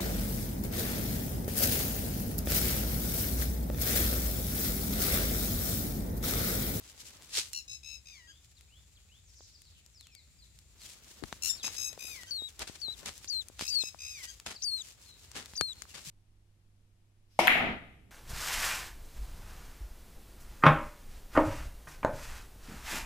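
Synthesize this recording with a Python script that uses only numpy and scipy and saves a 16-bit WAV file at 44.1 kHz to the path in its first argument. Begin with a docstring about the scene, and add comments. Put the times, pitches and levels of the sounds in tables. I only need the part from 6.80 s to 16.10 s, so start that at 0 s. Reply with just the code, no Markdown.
"""A plover chick peeps in thin, falling whistles as it runs off, after being set down on dry grit.
Each peep opens with a rough squeak, then the voice breaks into a clear tone. A parent bird scolds
with throbbing rasps and short yelps, and other birds whistle far away. Someone follows with a
hand-held camera: shoes crunch grit, stones snap, cloth rubs and fingers knock on the case.
Under it all lie a low outdoor rumble and the faint hiss of insects."""
import sys
import numpy as np
from scipy import signal
from scipy.fft import rfft, irfft
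from scipy.io import wavfile
from scipy.ndimage import uniform_filter1d

SR = 44100
rng = np.random.default_rng(int(sys.argv[2]) if len(sys.argv) > 2 else 0)


def to_wav(sig):
    """Store sig (one row per channel, or 1-D mono) as 16-bit WAV at the path in sys.argv[1].

    Samples outside -1..1 are clipped; the rate is SR.
    """
    pcm = np.clip(np.atleast_2d(sig), -1, 1) * 32767
    pcm = np.round(pcm).astype(np.int16)
    wavfile.write(sys.argv[1], SR, pcm.T)  # frames by channels


N = 410130
TIME = np.arange(N) / SR
HIGHEST_HZ = 15900
EFFORT_S = 0.0237  # how quickly the parent's voice gets up to strength

# Levels are before the final mix. Pan is left minus right. A tilt above zero brightens a sound.
# tone of still air: (frequency [Hz], level [dB])
AIR_SPECTRUM = [(15, -57), (25, -21), (53, 2.5), (80, 0.5), (293, -27.5), (1100, -42), (2550, -27),
                (2990, -34), (3720, -27), (4870, -29), (5880, -36), (7310, -24.5), (8830, -32.5),
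                (14800, -40), (16000, -56)]
# tone of far insects: (frequency [times the strongest one], level [dB])
INSECT_BAND = [(0.5, -30), (0.87, -9), (1, 0), (1.02, -2), (1.26, -35), (2, -60)]
# how alike the two microphones hear a noise: (frequency [Hz], likeness [0-1])
STEREO_LIKENESS = [(50, 0.9), (200, 0.59), (1000, 0.55), (3000, 0.033), (8000, 0)]
# rustle as the walker moves or stands still: (time [s], level [dB])
MOVEMENT = [(0.0, -68), (0.52, -67), (0.77, -79), (3.86, -82.5), (4.04, -68.5), (4.17, -69.5),
            (4.66, -64.5), (5.41, -66.5), (5.62, -72), (6.27, -68.5), (6.52, -73), (7.72, -74.5),
            (8.08, -73.5), (8.73, -70), (8.96, -70), (9.3, -69.5)]
# tone of rubbing cloth: (frequency [Hz], level [dB])
CLOTH_SPECTRUM = [(80, 4), (200, 2.5), (450, 0), (800, -4), (1250, -3.5), (2000, -4.5), (4000, -4),
                  (8000, -14)]
# tone of fizzing sand: (frequency [Hz], level [dB])
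SAND_SPECTRUM = [(1000, -12), (2500, 0), (5000, 3.5), (7500, 4), (9000, -1.5), (12000, -5), (16000, -13.5)]
# loose sand sliding: (time of peak [s], spread [s], level [dB])
SAND_SLIDES = [(0.25, 0.077, -63.5), (0.67, 0.15, -62.5), (4.072, 0.057, -58.5), (4.92, 0.039, -55.5),
               (5.38, 0.074, -61), (6.37, 0.13, -59), (6.95, 0.17, -65), (7.45, 0.091, -59),
               (8.02, 0.14, -64.5), (9.27, 0.099, -55.5)]
# tone of grit under a sole: (frequency [Hz], level [dB])
GRIT_SPECTRUM = [(60, 1), (200, 1.5), (600, -1.5), (1400, 0.5), (2500, 1), (4500, 0), (7000, -2.5),
                 (9000, -6.5), (12000, -15), (16000, -26.5)]
# presses on the grit, first a hand, then shoes: (time [s], contact level [dB],
# wait for full weight [s], weight level [dB], weight spread [s], tilt [dB/octave], pan [dB])
PRESSES = [(0.536, -39.5, 0.047, -30.5, 0.025, 9.5, 0.5), (4.843, -43, 0.033, -47, 0.022, 0.5, 1.5),
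           (5.797, -44, 0.024, -40, 0.012, -0.5, 2.5), (5.875, -46, 0.083, -51, 0.0094, 3, 5),
           (6.19, -60, 0.04, -54, 0.016, -5.5, 11), (6.259, -41.5, 0.026, -41, 0.013, 1, 1.5),
           (6.793, -51, 0.029, -37.5, 0.014, 5.5, 2.5), (7.665, -40.5, 0.048, -47, 0.025, 0.5, 1.5),
           (8.554, -41, 0.041, -48, 0.038, 0, 2), (9.143, -45, 0.04, -51, 0.016, 1.5, 4.5)]
# a hand on the ground, fingers on the case: (time [s], level [dB], base pitch [Hz], decay [s], pan [dB])
HAND_KNOCKS = [(0.578, -41, 370, 0.011, 3), (2.607, -41.5, 595, 0.00079, 4), (4.425, -33, 260, 0.0074, 29),
               (4.436, -36.5, 327, 0.0073, 27), (4.88, -36, 960, 0.0017, 0), (5.128, -45.5, 500, 0.003, 17),
               (5.177, -34.5, 540, 0.0014, 10), (5.247, -40, 385, 0.0012, 18), (5.621, -38, 387, 0.0015, 3),
               (5.897, -28, 265, 0.00096, 20), (6.083, -30, 430, 0.00047, 15), (6.7, -38, 425, 0.0009, 15),
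               (6.823, -30, 246, 0.0017, 0), (7.037, -29, 478, 0.0008, 33), (7.146, -35, 770, 0.0012, 21),
               (8.812, -34.5, 128, 0.009, 32), (9.054, -42.5, 1070, 0.0011, -23),
               (9.271, -45.5, 114, 0.037, 8)]
# stones and stalks snapping: (time [s], peak level [dB], pan [dB], tilt [dB/octave])
GROUND_SNAPS = [(0.5874, -26, -3, 3), (0.591, -36, -7, -4.5), (0.733, -22, -8, 8), (1.81, -42.5, 3, 4),
                (2.819, -40, 6, 6.5), (3.063, -41, 7, 6), (3.21, -38, 2, 5), (3.27, -40, 2, 3),
                (3.351, -36.5, 8, 7), (3.789, -40, 2, 6.5), (4.438, -23.5, 25, -3.5), (4.527, -24, 7, -3),
                (5.13, -31.5, 15, 4), (5.434, -32, 5, 1), (5.794, -26, 5, 6), (6.26, -25, 12, 6),
                (6.379, -33, 9, 12), (6.445, -32, 3, 1), (7.433, -41, 9, 14), (8.659, -31.5, 5, 4.5),
                (6.685, -32, 18, 8), (6.794, -25, 3, 2), (6.811, -19, 2, 1), (7.6, -32, 3, 2.5),
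                (8.516, -33.5, 13, 4.5), (8.736, -36.5, 3, -3), (8.811, -10.5, 44, -1),
                (9.021, -24.5, 31, 3.5)]
# how the parent's throat shapes its voice: (frequency [Hz], level [dB])
THROAT_SPECTRUM = [(900, -21.5), (1350, -35.5), (1900, -8.5), (2600, -5), (3800, -5.5), (5200, 0),
                   (6500, -1), (7700, -8.5), (9000, -19), (11000, -18.5), (13000, -20.5), (16000, -26)]
# the parent's rasps: (time [s], hold [s], tail [s], pitch [Hz], end pitch [Hz], level [dB],
# treble tilt [dB/octave], middle tilt [dB/octave], throb rate [1/s], throbbing time [s],
# hoarseness [0-1], top treble boost [dB], pan [dB], right channel delay [ms])
PARENT_RASPS = [(0.734, 0.044, 0.035, 1422, 1322, -38, -1.5, 11, 77, 0.057, 0.14, -1, 5.5, -0.43),
                (0.879, 0.066, 0.035, 1314, 1292, -44, 1.5, 2, 59, 0.085, 0.24, -4.5, 5.5, -0.22),
                (1.032, 0.12, 0.031, 1309, 1270, -47.5, -7, 5, 74, 0.13, 0.08, -0.5, 11, 0),
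                (1.256, 0.031, 0.19, 1272, 950, -52, -4, -3, 73, 0.045, 0.63, -1, 6.5, 0.45),
                (4.622, 0.066, 0.0055, 1389, 1385, -33, 10.5, -18.5, 86, 0.053, 0.85, 6, 11.5, -0.46),
                (4.83, 0.044, 0.008, 1295, 1330, -33.5, 6.5, -4, 60, 0.05, 0.2, -0.5, 9, 0.285),
                (4.965, 0.122, 0.012, 1288, 1245, -36.3, 7, -2, 63.5, 0.088, 0.03, 2, 12, -0.49),
                (5.19, 0.105, 0.16, 1260, 965, -44, 0.5, -10.5, 65.3, 0.092, 0.35, 9.5, 12, -0.49),
                (6.837, 0.06, 0.032, 1312, 1280, -41.5, -1.5, 6, 72, 0.059, 0.39, 7, 8, -0.39),
                (6.987, 0.1, 0.0062, 1293, 1260, -41.5, 3, -0.5, 60, 0.1, 0.05, -0.5, 7, 0.39),
                (7.188, 0.13, 0.17, 1272, 965, -45, 1, -9.5, 66.3, 0.11, 0.43, 1, 4.5, -0.368)]
# far birds' whistles: (time [s], length [s], start pitch [Hz], end pitch [Hz], level [dB])
FAR_WHISTLES = [(1.469, 0.15, 2500, 3640, -67.5), (1.747, 0.062, 5450, 3100, -70),
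                (1.873, 0.15, 2070, 3580, -69), (2.144, 0.055, 5700, 2130, -69),
                (2.278, 0.13, 2105, 3620, -68), (2.426, 0.12, 8500, 4200, -70.5),
                (2.548, 0.065, 7800, 4200, -64), (2.612, 0.074, 6630, 4400, -73),
                (2.721, 0.062, 6600, 4060, -64), (2.833, 0.07, 5330, 3600, -70),
                (2.92, 0.1, 4500, 2180, -73), (3.123, 0.16, 6470, 2880, -62.5),
                (3.24, 0.2, 3010, 1990, -71.5), (3.311, 0.13, 5800, 3540, -65.5),
                (3.573, 0.1, 5400, 3500, -67.5), (3.98, 0.12, 5370, 2820, -63),
                (4.74, 0.12, 5780, 2710, -56), (7.743, 0.043, 5930, 3800, -54),
                (8.241, 0.14, 4470, 3800, -63.5), (8.914, 0.12, 4320, 4190, -64),
                (9.09, 0.042, 3100, 2640, -64.5)]
# the parent's yelps: (time [s], length [s], pitch [Hz], level [dB], treble tilt [dB/octave],
# middle tilt [dB/octave], pan [dB])
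PARENT_YELPS = [(1.473, 0.05, 1650, -55, -8, -16, 5), (4.69, 0.0245, 1834, -27.5, 10.5, 15, 14),
                (5.468, 0.044, 1574, -52.5, -5, -20, 3), (7.475, 0.042, 1619, -47, 2, -12, 17)]
# the path of a far bird's twitter: (time [s], centre pitch [Hz], level [dB])
TWITTER_PATH = [(2.45, 6200, -80), (2.63, 5660, -61.5), (2.75, 5030, -72.5), (2.9, 4530, -72),
                (3.03, 2540, -74)]
# the chick's peeps: (level [dB], level change along the whistle [dB], second harmonic [dB],
# opening squeak [dB], pan [dB], right channel lag [radians])
CHICK_PEEPS = [(-36, -7.5, -19, -13.5, 9, 4.4), (-36, -9, -25, -17.5, 10.5, 4.9),
               (-32, -2, -25, -7, 12.5, 3.6), (-32, 2.5, -22, 1, 13.5, 3.1), (-31.5, -8, -13, -2, 9.5, 1.9),
               (-34.5, -5, -15.5, -6.5, 7.5, 1.7)]
# each peep's pitch between its squeak and its closing drop, one list a peep: (time [s], pitch [Hz])
PEEP_GLIDES = [
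    [(5.509, 4550), (5.563, 4325), (5.591, 3870), (5.617, 3760), (5.667, 3880), (5.676, 3800)],
    [(6.016, 4630), (6.08, 3910), (6.106, 3880), (6.126, 4060), (6.135, 3920)],
    [(6.499, 4790), (6.541, 4214), (6.597, 4080), (6.605, 4010)],
    [(6.902, 4660), (6.918, 4710), (7.013, 4130)],
    [(7.843, 4847), (7.871, 4530), (7.929, 4240), (7.955, 4280), (8.005, 3870)],
    [(8.777, 4683), (8.791, 4690), (8.821, 4270), (8.855, 4289), (8.917, 3880)],
]


def gain(db):
    """Turns decibels into a number to multiply by."""
    return 10 ** (np.asarray(db) / 20)


def unit_level(x):
    """Scales a signal to an average power of 1."""
    return x / np.sqrt(np.mean(x ** 2) + 1e-20)


def look_up(spectrum, hz):
    """Reads between the rows of a frequency table, with octaves evenly spaced."""
    row_hz, values = np.transpose(spectrum)
    return np.interp(np.log(hz + 1), np.log(row_hz + 1), values)


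def panned(pan_db):
    """Left and right gains that keep the total power the same."""
    gains = gain(np.array([pan_db, -pan_db]).reshape(2, -1) / 2)
    return gains / np.sqrt(np.mean(gains ** 2, 0))


def wobble(size, rate_hz):
    """A smooth random wiggle, about 1 in size, moving at speeds up to about rate_hz."""
    noise = rng.standard_normal(size + 4096)
    hz = np.fft.rfftfreq(len(noise), 1 / SR)
    return unit_level(irfft(rfft(noise) / (1 + (hz / rate_hz) ** 4)))[:size]


def fade(t, edge_s):
    """Softens the start and end of a sound."""
    return np.clip(np.minimum(t - t[0], t[-1] - t) / edge_s, 0, 1)


def shaped(noise, spectrum, tilt_db=0, top_hz=HIGHEST_HZ):
    """Gives stereo noise a tone, tilted up to top_hz. Left and right are most alike in the bass."""
    hz = np.fft.rfftfreq(noise.shape[1], 1 / SR)
    left, other = rfft(noise)
    likeness = look_up(STEREO_LIKENESS, hz)
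    right = likeness * left + np.sqrt(1 - likeness ** 2) * other
    level_db = look_up(spectrum, hz) + tilt_db * np.log2(np.minimum(hz, top_hz) + 300)
    return unit_level(irfft(np.array([left, right]) * gain(level_db), noise.shape[1]))


def grains(size, per_s, spread_db):
    """Random ticks of uneven strength that reach each microphone differently."""
    ticks = (rng.random(size) < per_s / SR) * gain(spread_db * np.minimum(rng.exponential(1, size), 4))
    return unit_level(ticks * rng.standard_normal((2, size)))


def air(air_db=-61.5, insects_db=-72, insects_hz=7300):
    """A low outdoor rumble and faint hiss, with a thin, high band of far insects."""
    hush = shaped(rng.standard_normal((2, N)), AIR_SPECTRUM) * gain(air_db + wobble(N, 1.5))
    band = [(insects_hz * ratio, db) for ratio, db in INSECT_BAND]
    insects = shaped(rng.standard_normal((2, N)), band) * gain(insects_db)
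    return hush * panned(1.6) + insects * panned(5.8)


def rustle(cloth_db=6, sand_db=9, slide_db=4, pebbles_db=-2):
    """Cloth rubs, sand fizzes and pebbles tick as the walker moves. Now and then sand slides."""
    moving = gain(np.interp(TIME, *np.transpose(MOVEMENT)))
    slides = sum(gain(db) * np.exp(-((TIME - peak) / spread) ** 2) for peak, spread, db in SAND_SLIDES)
    cloth = shaped(rng.standard_normal((2, N)), CLOTH_SPECTRUM)
    cloth *= moving * gain(cloth_db + 2.35 * wobble(N, 40))
    sand = shaped(grains(N, per_s=5000, spread_db=2), SAND_SPECTRUM)
    sand *= (moving * gain(sand_db) + slides * gain(slide_db)) * gain(4.04 * wobble(N, 17.3))
    pebbles = shaped(grains(N, per_s=15, spread_db=3), GRIT_SPECTRUM, tilt_db=3.3)
    pebbles *= moving * gain(pebbles_db)
    return cloth * panned(0.68) + (sand + pebbles) * panned(2.9)


def crunch(peak_s, db, rise_s, decay_s, tilt_db, pan_db, clump_db=2.5):
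    """Weight presses on grit, which breaks in clumps of tiny cracks."""
    t = np.arange(-4 * rise_s, 5 * decay_s, 1 / SR)
    swell = np.exp(np.minimum(t / rise_s, -t / decay_s))
    cracks = grains(len(t), per_s=7000, spread_db=2) * gain(clump_db * wobble(len(t), 190))
    grit = shaped(cracks, GRIT_SPECTRUM, tilt_db, top_hz=4100)
    return peak_s + t[0], gain(db) * swell * grit * panned(pan_db)


def press(start, contact_db, wait_s, weight_db, spread_s, tilt_db, pan_db):
    """A hand or shoe lands with a sharp crunch. A rounder one follows as the weight rolls on."""
    contact = crunch(start, contact_db, rise_s=0.0022, decay_s=0.022, tilt_db=tilt_db, pan_db=pan_db)
    weight = crunch(start + wait_s, weight_db, 0.9 * spread_s, spread_s, tilt_db, pan_db)
    return contact, weight


def knock(start, db, base_hz, decay_s, pan_db):
    """A soft blow whose pitch sinks as the hand or finger settles."""
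    t = np.arange(SR // 2) / SR
    dying = np.exp(-t / decay_s)
    hz = base_hz * (0.616 + 0.905 * dying)
    angle = 2 * np.pi * np.cumsum(hz) / SR
    return start, gain(db) * np.sin(angle) * dying * panned(pan_db)


def snap(start, db, pan_db, tilt_db, rattle_s=0.0017, rattle_db=-16):
    """A stone or stalk snaps: one sharp tick, then a brief rattle."""
    t = np.arange(-128, 896) / SR
    rattle = gain(rattle_db) * (t > 0) * np.exp(-abs(t) / rattle_s) * rng.standard_normal((2, len(t)))
    tick = shaped((t == 0) + rattle, GRIT_SPECTRUM, tilt_db)
    return start + t[0], gain(db) * tick / abs(tick).max() * panned(pan_db)


def parent_voice(t, hz, db, treble_db, middle_db, depth, per_s, hoarse, top_db, pan_db, delay_ms):
    """Harmonics (whole multiples of the pitch) pass through the throat and are chopped into throbs."""
    middle_hz, treble_hz, top_hz = 1900, 3400, 6800  # where each range begins
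    cycle = t * per_s % 1
    open_share = 0.62 - 0.15 * np.exp(-t / EFFORT_S)  # the first throbs are the shortest
    gate = uniform_filter1d((cycle < open_share) * 1., size=90)
    throb = 1 - depth ** 1.7 * (1 - gate)
    throb /= np.sqrt(uniform_filter1d(throb ** 2, 700))  # deep throbs lose no power
    # a hoarse call soon turns rough, and clears as the throbbing eases
    rough = hoarse * np.minimum(2 * depth, 1) * np.minimum(t / 0.0226, 1)
    jitter = (0.011 * depth + 0.06 * rough ** 2) * wobble(len(t), 460)
    scoop = 0.027 * depth * (np.exp(-cycle / 0.1404) - 0.2)  # each throb slides up to its pitch
    hz = hz * (1 + jitter - scoop)
    angle = 2 * np.pi * (np.cumsum(hz) / SR - hz * np.array([[0], [delay_ms / 1000]]))
    harmonic = np.arange(1, 17)[:, None]
    harmonic_hz = harmonic * hz
    level_db = look_up(THROAT_SPECTRUM, harmonic_hz) + 0.6 * rng.standard_normal(harmonic.shape)
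    level_db += treble_db * np.log2(np.clip(harmonic_hz, treble_hz, top_hz))
    level_db += middle_db * np.log2(np.clip(harmonic_hz, middle_hz, treble_hz))
    level_db += top_db * np.clip(2 * np.log2(harmonic_hz / top_hz), 0, 1)  # the highest leave in a beam
    strength = gain(level_db) * (harmonic_hz < HIGHEST_HZ)
    strength /= np.sqrt((strength ** 2).sum(0) / 2)
    offsets = 0.61 * rng.standard_normal(harmonic.shape)
    tone = (strength * np.cos(harmonic * angle[:, None] + offsets)).sum(1)
    breath = shaped(rng.standard_normal((2, len(t))), THROAT_SPECTRUM, treble_db, top_hz)
    tone = tone * (1 + 0.5 * rough * wobble(len(t), 390)) + gain(-12) * rough * breath
    return tone * throb * gain(db) * fade(t, 0.0011) * panned(pan_db)


def rasp(start, hold_s, tail_s, pitch_hz, end_hz, db, treble_db, middle_db, per_s, throbbing_s,
         hoarse, top_db, pan_db, delay_ms):
    """The parent scolds: effort builds, throbs merge into a held note, and the tail creaks and fades."""
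    t = np.arange(0, hold_s + tail_s, 1 / SR)
    slack = np.exp(-t / EFFORT_S)  # the call starts a little low and soft
    tail = np.clip((t - hold_s) / tail_s, 0, 1)
    settling = np.pi * np.minimum(tail / 0.8, 1)
    bend = 1 + (end_hz / pitch_hz - 1) * np.sin(settling / 2) ** 2
    creak = 0.24 * np.sin(settling)
    depth = np.clip(0.21 + 0.79 / (1 + (t / throbbing_s) ** 12) + creak, 0, 1)
    hz = pitch_hz * bend * (1 - 0.0262 * slack)
    level_db = db - 4.5 * slack - 13 * tail
    middle_db = middle_db + 40 * np.log2(bend)  # the voice dulls when it sinks
    return start, parent_voice(t, hz, level_db, treble_db, middle_db, depth, per_s,
                               hoarse, top_db, pan_db, delay_ms)


def far_whistle(start, length_s, start_hz, end_hz, db):
    """A far bird's sliding note, made unsteady by the air on the way."""
    progress = np.linspace(0, 1, round(length_s * SR))
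    ease = 1.9 if end_hz > start_hz else 1.4  # the slide slows near its last pitch
    hz = end_hz + (start_hz - end_hz) * (1 - progress) ** ease
    hz *= 1 + 0.01 * wobble(len(hz), 300)
    angle = 2 * np.pi * (np.cumsum(hz) / SR + 0.48 * rng.random((2, 1)))
    swell = np.sin(np.pi * progress) * (1 + 0.4 * wobble(len(hz), 120))
    return start, gain(db) * np.sqrt(2) * np.sin(angle) * swell * panned(4.6)


def yelp(start, length_s, pitch_hz, db, treble_db, middle_db, pan_db):
    """The parent's voice flips up to a short note that rises and falls in pitch and level."""
    t = np.arange(0, length_s, 1 / SR)
    ends = 1 - np.sin(np.pi * t / length_s)
    hz = pitch_hz * (1 - 0.041 * ends)
    return start, parent_voice(t, hz, db - 6 * ends, treble_db, middle_db, depth=0.41, per_s=110,
                               hoarse=0.49, top_db=-2, pan_db=pan_db, delay_ms=-0.458)


def far_twitter(blur=0.16):
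    """A far bird's note whose pitch shakes so fast that it sounds hoarse."""
    times, pitches, levels = np.transpose(TWITTER_PATH)
    t = np.arange(times[0], times[-1], 1 / SR)
    hz, db = np.interp(t, times, pitches), np.interp(t, times, levels)
    turns = np.array([np.cumsum(hz * (1 + blur * wobble(len(t), 248.3))) / SR for side in range(2)])
    return t[0], np.sqrt(2) * np.sin(2 * np.pi * turns) * gain(db) * fade(t, 0.024)


def peep(glide, db, change_db, second_db, squeak_db, pan_db, right_lag):
    """The chick's voice catches in a rough, rising squeak, then breaks into a clear, falling whistle."""
    squeak_s, squeak_from_hz, squeak_to_hz = 0.024, 4500, 6440
    drop_s, drop_share, drop_db = 0.018, 0.18, -15.5  # the quick fall at the end
    times, pitches = np.transpose(glide)
    start, length_s = times[0], times[-1] - times[0] + drop_s
    t = np.arange(-squeak_s, length_s, 1 / SR)
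    squeaking = t < 0
    climb = np.clip(1 + t / squeak_s, 0, 1)
    progress = np.clip(t / length_s, 0, 1)
    drop = np.clip(1 - (length_s - t) / drop_s, 0, 1) ** 1.36
    rough = uniform_filter1d(squeaking * 1., size=100)
    squeak_hz = squeak_from_hz + (squeak_to_hz - squeak_from_hz) * np.sin(np.pi / 2 * climb)
    glide_hz = uniform_filter1d(np.interp(start + t, times, pitches), size=500)
    hz = uniform_filter1d(np.where(squeaking, squeak_hz, glide_hz * (1 - drop_share * drop)), size=100)
    hz *= 1 + 0.0036 * wobble(len(t), 150) + 0.079 * rough * wobble(len(t), 620)
    angle = 2 * np.pi * np.cumsum(hz) / SR - np.array([[0], [right_lag]])
    second = gain(second_db + 25.5 * drop) * np.sin(2 * angle)  # this harmonic stands out in the drop
    third = gain(-29) * np.sin(3 * angle)
    tone = np.sqrt(2) * (np.sin(angle) + (1 - rough) * (second + third))
    flutter = 1 + 0.042 * wobble(len(t), 120) + 0.51 * rough * wobble(len(t), 380)
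    shape_db = np.where(squeaking, squeak_db - 10 * (1 - climb), change_db * progress + drop_db * drop)
    level_db = db + uniform_filter1d(shape_db, size=100) + 1.9 * wobble(len(t), 25)
    return start + t[0], tone * flutter * gain(level_db) * fade(t, 0.00088) * panned(pan_db)


def track(sounds):
    """Lays (start time, sound) pairs on one stereo track."""
    mix = np.zeros((2, N))
    for start, sound in sounds:
        part = mix[:, max(round(start * SR), 0):][:, :sound.shape[1]]
        part += sound[:, :part.shape[1]]
    return mix


def with_echo(dry, db, echo_db, echo_s):
    """Sets a source's level and adds thin echoes off ground and scrub, which fall 60 dB in echo_s."""
    t = np.arange(SR // 2) / SR
    bounces = rng.standard_normal((2, len(t))) * (rng.random((2, len(t))) < 2000 / SR)
    bounces *= (t > 0.004) * gain(-60 * t / echo_s)
    bounces /= np.linalg.norm(bounces, axis=1, keepdims=True)
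    outgoing = 1.15 * dry + 0.53 * dry[:1]  # some of the left channel feeds both sides
    echo = signal.oaconvolve(outgoing, bounces, axes=1)[:, :N]
    return gain(db) * (dry + gain(echo_db) * echo)


def scene():
    """Birds, feet and fingers over the quiet of open ground."""
    chick = track(peep(glide, *row) for glide, row in zip(PEEP_GLIDES, CHICK_PEEPS))
    parent = track([rasp(*row) for row in PARENT_RASPS] + [yelp(*row) for row in PARENT_YELPS])
    far_birds = track([far_whistle(*row) for row in FAR_WHISTLES] + [far_twitter()])
    crunches = track(part for row in PRESSES for part in press(*row))
    snaps = track(snap(*row) for row in GROUND_SNAPS)
    knocks = track(knock(*row) for row in HAND_KNOCKS)
    return (with_echo(chick, db=0.5, echo_db=-23, echo_s=0.077)
            + with_echo(parent, db=0.5, echo_db=-10, echo_s=0.17)
            + with_echo(far_birds, db=3, echo_db=-10, echo_s=0.5)
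            + with_echo(crunches, db=4.5, echo_db=-16, echo_s=0.11)
            + with_echo(snaps, db=5, echo_db=-23, echo_s=0.03)
            + knocks + rustle() + air())


def record(dry):
    """The microphone loses the deepest bass, and the camera cuts the highest treble."""
    bass_cut = signal.butter(4, 38, "highpass", fs=SR, output="sos")
    treble_cut = signal.firwin(511, HIGHEST_HZ, window=("kaiser", 9), fs=SR)
    return signal.oaconvolve(signal.sosfilt(bass_cut, dry), treble_cut[None], "same")


dry = scene()
out = record(dry)
to_wav(out)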